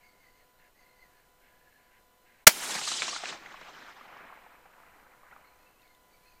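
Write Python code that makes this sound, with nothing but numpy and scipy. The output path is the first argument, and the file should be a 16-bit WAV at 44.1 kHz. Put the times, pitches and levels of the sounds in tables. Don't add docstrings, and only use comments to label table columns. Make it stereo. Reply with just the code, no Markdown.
import sys
import numpy as np
from scipy import signal
from scipy.fft import rfft, irfft, next_fast_len
from scipy.io import wavfile
from scipy.ndimage import uniform_filter1d, map_coordinates

SR = 44100
rng = np.random.default_rng(int(sys.argv[2]) if len(sys.argv) > 2 else 0)


def bounce(signal):
    frames = np.transpose(np.atleast_2d(signal))
    limited = np.clip(frames, -1, 1)
    pcm = np.round(limited * 32767).astype(np.int16)
    wavfile.write(sys.argv[1], SR, pcm)


def elevation(decibels):
    levels = np.asarray(decibels, float)
    return 10 ** (levels / 20)


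N = 282240
T = np.arange(N) / SR
SHOT_S = 2.4675

# (time [s], peak level [dB], pitch [Hz], length [cycles])
SLAPS = [(2.625, -32.5, 1170, 1.5), (2.724, -30.5, 3120, 3), (2.752, -24.5, 2100, 2), (2.814, -29, 1350, 3),
         (2.874, -29.5, 1204, 4.4), (2.916, -30, 1270, 3.4), (3.0205, -14, 2220, 1.9),
         (3.08, -27, 1035, 3.3), (3.128, -31, 1156, 6.5), (3.162, -29, 1320, 3.2), (3.236, -26.5, 716, 2),
         (3.256, -26.5, 2600, 5), (3.325, -33.5, 1380, 1.6), (3.46, -37, 2000, 5), (3.542, -37, 1080, 4),
         (3.611, -42, 976, 5.6), (4.009, -40, 1190, 6), (4.1, -44, 1093, 4.5), (4.165, -44, 1100, 5),
         (4.325, -39.5, 1057, 2.7), (4.463, -43, 814, 2.99), (4.372, -45, 847, 3.5), (4.655, -47, 767, 4),
         (4.736, -49.5, 1698, 2.7), (4.8, -45.5, 1100, 2.7), (4.835, -47, 1260, 2.7),
         (5.232, -46.5, 1150, 4), (5.312, -46.5, 1950, 8.2), (5.325, -43, 1404, 8),
         (5.363, -42, 1160, 2.74)]


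def unit(x):
    return x / np.sqrt(np.mean(x ** 2) + 1e-20)


def along(points, hz):
    f, v = np.transpose(points)
    return np.interp(np.log(hz + 1), np.log(f + 1), v)


def curves(rows, t):
    s, *cols = np.transpose(rows)
    return [np.interp(t, s, c) for c in cols]


def during(rows, fade):
    since_start = T - rows[0][0]
    until_end = rows[-1][0] - T
    return np.clip(np.minimum(since_start, until_end) / fade, 0, 1)


def wobble(rate):
    knots = rng.standard_normal(int(N * rate / SR) + 4)
    return map_coordinates(knots, [T * rate])


def noise(gain):
    m = next_fast_len(N)
    spectrum = rfft(rng.standard_normal(m)) * gain(np.fft.rfftfreq(m, 1 / SR))
    return unit(irfft(spectrum, m)[:N])


def hump(hz, width_hz):
    return lambda f: f * width_hz / np.abs(hz ** 2 - f ** 2 + 1j * f * width_hz)


def high_pass(x, order, hz):
    return signal.sosfilt(signal.butter(order, hz, 'high', fs=SR, output='sos'), x)


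def add(out, s, x):
    part = out[round(s * SR):][:len(x)]
    part += x[:len(part)]


def rumble():
    # (frequency [Hz], density [dB per Hz])
    apart = [(20, -2), (60, -7), (150, -16), (700, -28.5), (3000, -31), (15000, -35.5)]
    lumps = elevation(1.9 * wobble(6.7)) * noise(lambda f: hump(38, 60)(f) ** 2)
    lows = elevation(4.5 * wobble(25)) * noise(lambda f: elevation(along(apart, f)) / (1 + (f / 900) ** 4))
    highs = noise(lambda f: elevation(along(apart, f)) / (1 + (900 / (f + 1)) ** 4))
    flicker = elevation(-76) * lows + elevation(-81) * highs
    return elevation(-78) * lumps + flicker * np.array([[1], [-1]])


def electronics():
    # (frequency [Hz], density [dB per Hz])
    hiss_colour = [(20, -2.5), (64, -21), (150, -18), (700, -16), (2600, -27), (5000, -31), (15200, -32.5),
                   (15600, -62)]
    # (frequency [Hz], level [dB])
    whine = [(500.6, -79), (721.4, -80.5), (1001, -74), (1437, -81), (1717, -89), (2003, -83),
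             (2998, -87.5), (4000, -89), (4221, -92), (6998, -90.5), (8000, -91.5), (10142, -93.5),
             (13921, -85.5), (13980, -81)]
    # (middle time [s], length [s])
    pauses = [(0.234, 0.039), (0.752, 0.085), (1.234, 0.028), (1.742, .06), (2.388, 0.033), (5.757, 0.087)]
    hiss_db = -67
    busy = np.ones(N)
    for s, length in pauses:
        busy *= np.clip((np.abs(T - s) - length / 2) / 0.0056, .15, 1)
    hiss = noise(lambda f: elevation(along(hiss_colour, f)) * (1 - 0.1 * (f < 2500)))
    out = elevation(hiss_db + 1.42 + 0.49 * wobble(15)) * hiss
    out = out + elevation(hiss_db - 9) * busy * noise(hump(700, 1200))
    for hz, db in whine:
        phase = 2 * np.pi * hz * T + .3 * wobble(45)
        tone = elevation(db + 5.0 + 0.81 * wobble(12)) * np.sin(phase)
        out = out + tone * (busy if hz < 2500 else 1)
    return out


def squeal():
    # (time [s], pitch [Hz], effort [dB])
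    calls = [
        [(0, 2230, -64), (.1, 2170, -62.5), (.17, 2120, -72), (.24, 2063, -59.5), (.33, 2010, -68),
         (.4, 2010, -63.5), (.46, 1570, -74)],
        [(.58, 1630, -70), (.63, 1660, -66), (.7, 1730, -67)],
        [(.74, 2000, -68), (.82, 2047, -61.5), (.95, 2020, -68.5), (1.03, 2066, -60), (1.1, 1830, -71),
         (1.2, 1690, -65), (1.26, 1610, -80)],
        [(1.4, 1570, -76), (1.47, 1629, -66.5), (1.55, 1700, -69), (1.7, 1713, -67), (1.87, 1680, -68.5),
         (1.97, 1550, -69.5), (2.02, 1500, -79)],
        [(2.25, 1647, -64), (2.3, 1621, -69), (2.45, 1550, -71.5)],
        [(5.43, 2220, -76.5), (5.49, 2285, -67), (5.57, 2434, -71.5), (5.67, 2660, -67.5), (5.75, 2550, -76),
         (5.81, 2610, -70), (5.86, 2230, -66), (5.99, 1930, -72.5)],
        [(6.09, 2440, -81), (6.15, 2290, -67), (6.2, 2230, -77), (6.3, 2534, -65.5), (6.4, 2540, -78)],
    ]
    resonance_levels = [-12.5, -17, -15, -20, -17, -11.5, -7]
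    # (pitch [Hz], rasp level [dB])
    rasp_levels = [(1600, 6), (1720, -3), (2050, -7), (2600, -2)]
    # (pitch [Hz], slip [share of pitch])
    waver = [(1600, 0.0146), (2100, 0.019), (2600, 0.046)]

    rasp = noise(lambda f: hump(1700, 500)(f) ** 2 + hump(2100, 400)(f) ** 2 + 0.5 * hump(2650, 600)(f) ** 2)
    rasp = rasp * elevation(1.8 * wobble(30.07))
    resonance = noise(lambda f: hump(4220, 130)(f) ** 2) * elevation(4 * wobble(22))
    resonance = resonance + 0.77 * noise(lambda f: hump(4550, 200)(f) ** 2) * elevation(5 * wobble(19))
    upper = .5 * noise(lambda f: hump(4780, 150)(f) ** 2)
    upper = upper + 0.54 * noise(lambda f: hump(6400, 450)(f) ** 2)
    resonance = resonance + upper * elevation(3.9 * wobble(16))
    out = np.zeros(N)
    for rows, resonance_db in zip(calls, resonance_levels):
        hz, db = curves(rows, T)
        rasp_db = along(rasp_levels, hz)
        phase = 2 * np.pi * np.cumsum(hz * (1 + along(waver, hz) * wobble(33))) / SR
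        tone = unit((1.1 + wobble(190)) * elevation(1.8 * wobble(28)) * np.sin(phase))
        loose_fold = elevation(-10 + 5.7 * wobble(16)) * wobble(200) * np.sin(phase)
        voice = tone + loose_fold + elevation(rasp_db) * rasp + elevation(resonance_db) * resonance
        out += elevation(db - 3.0) * during(rows, fade=0.019) * voice
    return out


def ticks():
    # (time [s], peak level [dB], ring [Hz])
    clicks = [
        (4.8494, -62, 3400),
        (5.5594, -62, 6200),
        (5.8194, -55.5, 3747),
        (5.878, -56, 3734),
        (5.9494, -53.5, 3648),
    ]
    out, t = np.zeros(N), np.arange(SR // 50) / SR
    for s, db, hz in clicks:
        crack = 1.2 * elevation(-60 * t / .004) * rng.standard_normal(len(t))
        ring = elevation(-60 * t / 0.022) * np.sin(2 * np.pi * hz * t)
        add(out, s, elevation(db - 5.0) * (ring + crack))
    return out


def echo():
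    # (time [s], level [dB])
    slope_levels = [(2.5, -46.5), (2.53, -50), (2.64, -41.5), (2.75, -40.5), (2.89, -50), (3.18, -46.5),
                    (3.23, -48), (3.33, -44), (3.39, -53), (3.47, -50.5), (3.87, -50.5), (3.94, -54.5),
                    (4.24, -49.5), (4.6, -60), (4.9, -57.5), (5.26, -59.5), (5.34, -56), (5.8, -69.5)]
    # (time [s], level [dB])
    brush_levels = [
        (2.5, -46),
        (2.74, -33),
        (2.82, -35.5),
        (2.88, -30.5),
        (3.17, -32.5),
        (3.22, -40.5),
        (3.3, -34.5),
        (3.4, -54),
        (3.8, -48.5),
    ]
    # (frequency [Hz], gain [dB])
    land_colours = [
        [(400, -13), (700, 3.5), (1300, 5.5), (2400, 3), (3500, -12.5), (5000, -38)],
        [(1800, -26.5), (3000, -5), (6200, -1.5), (8500, -2), (10500, -18), (13000, -35)],
        [(8000, -26), (10000, 0.5), (13000, -2), (16000, -8)],
        [(60, -39), (110, -12), (200, -2), (350, -0.5), (600, -24)],
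    ]
    # (frequency [Hz], width [Hz], level [dB])
    trunks = [(3920, 210, -3), (5240, 100, -1.5), (6400, 170, -1.5), (7350, 150, 0), (9200, 172.3, -6)]
    clump_db, clump_t60_s = -18.5, 0.074
    brush_fall_db_per_s = 23.5
    brush_follows = 0.22
    air_db, air_fade_db_per_s, bass_db, bass_fade_db_per_s = 2, 39.5, -11, 5
    absorb_db_per_s, absorb_power = 27, 1.6

    big_returns = np.minimum(rng.exponential(size=N), 4) * (rng.random(N) < .02)
    sizes = elevation(3.4 * big_returns + 0.9 * wobble(70))
    hz, t, z = signal.stft(unit(sizes * rng.standard_normal(N)), SR, nperseg=256)
    patches = uniform_filter1d(rng.standard_normal(z.shape), size=5, axis=0)
    patches = uniform_filter1d(patches, size=5, axis=1)
    bands = uniform_filter1d(rng.standard_normal(z.shape), size=90, axis=1)
    age = np.maximum(t - SHOT_S, 0)

    clumps = sum(elevation(db + clump_db - 60 * np.abs(t - s) / clump_t60_s) * (t >= s) for s, db, *_ in SLAPS)
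    slopes = elevation(curves(slope_levels, t)[0]) + clumps
    past_trees = np.maximum(t - brush_levels[-1][0], 0)
    brush = elevation(curves(brush_levels, t)[0] - brush_fall_db_per_s * past_trees)
    brush = brush * (slopes / (slopes - clumps)) ** brush_follows
    top = brush * elevation(air_db - air_fade_db_per_s * age)
    bass = slopes * elevation(bass_db - bass_fade_db_per_s * age + 3.6 * np.interp(t, T, wobble(9)))

    levels = [slopes, brush, top, bass]
    land = sum(np.outer(unit(elevation(along(colour, hz))), level) for colour, level in zip(land_colours, levels))
    absorbed_db = absorb_db_per_s * np.outer((hz / 10000) ** absorb_power, age)
    land = land * elevation(2.1 * unit(patches) + 0.47 * unit(bands) - absorbed_db)
    favoured = sum(elevation(db) * hump(c, w)(hz) ** 2 for c, w, db in trunks)
    land = land * (1 + .7 * favoured)[:, None]
    rolling = signal.istft(z * land, SR, nperseg=256)[1][:N]
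    return high_pass(rolling * during(slope_levels, fade=.015), 4, 130)


def slaps():
    dulls_db_per_s = 3.5
    out, t = np.zeros(N), np.arange(SR // 20) / SR
    for s, db, hz, cycles in SLAPS:
        u = t * hz / cycles
        sweep = 2 * np.pi * hz * t * (0.907 + 0.055 * u) + rng.uniform(0, 2 * np.pi)
        upper = 0.53 * np.sin(1.6 * sweep) + .4 * np.exp(-3 * u) * np.sin(2.7 * sweep)
        partials = np.sin(sweep) + 0.32 * np.sin(0.603 * sweep)
        partials = partials + elevation(-dulls_db_per_s * (s - SHOT_S)) * upper
        add(out, s, elevation(db + 8) * u ** 0.73 * np.exp(-1.5 * u) * partials)
    return high_pass(out, 2, 300)


def shot():
    # (time [s], level [dB])
    blast = [
        (2.4675, -44.5),
        (2.4686, -12),
        (2.4703, -5.5),
        (2.4708, 7),
        (2.4765, 5.5),
        (2.4795, -11.5),
        (2.484, -20),
        (2.5, -30),
        (2.53, -46.5),
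    ]
    # (frequency [Hz], density [dB per Hz])
    muzzle = [(180, -40.5), (300, -15.5), (602, -2.5), (2720, 0), (3990, -6), (4410, -0.5), (7740, -10.5),
              (15800, -16.5)]
    # (frequency [Hz], level [dB], t60 [s])
    barrel = [(201, -7.5, 0.035), (639, -1, 0.028), (1080, 5, .014)]
    push_s = 2.4707
    sizzle_base_db, sizzle_peak_db, sizzle_peak_s, sizzle_width_s = 0.5, 9, 2.4785, 0.0018

    blast_db, = curves(blast, T)
    bark = noise(lambda f: elevation(along(muzzle, f)) / (1 + (f / 5000) ** 4))
    sizzle = noise(lambda f: elevation(along(muzzle, f)) / (1 + (5000 / (f + 1)) ** 4))
    sizzle_db = sizzle_base_db + sizzle_peak_db * np.exp(-((T - sizzle_peak_s) / sizzle_width_s) ** 2)
    jet = elevation(blast_db - 1.5) * during(blast, fade=.0005) * (bark + elevation(sizzle_db) * sizzle)
    t = np.maximum(T - push_s, 0)
    push = sum(elevation(db - 60 * t / t60) * np.sin(2 * np.pi * hz * t) for hz, db, t60 in barrel)
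    return jet + push


def scene():
    mono = electronics() + squeal() + ticks() + echo() + slaps() + shot()
    return rumble() + mono * elevation([[.12], [-.12]])


def low_pass(x):
    return signal.sosfilt(signal.butter(12, 15950, fs=SR, output="sos"), x)


def record(dry):
    duck = np.interp(T, [2.444, 2.449, 2.466, 2.4672], [0.88, .05, .05, 0.98])
    clipped = duck * dry / (1 + np.abs(dry / .98) ** 8) ** (1 / 8)
    return low_pass(clipped)


dry = scene()
out = record(dry)
bounce(out)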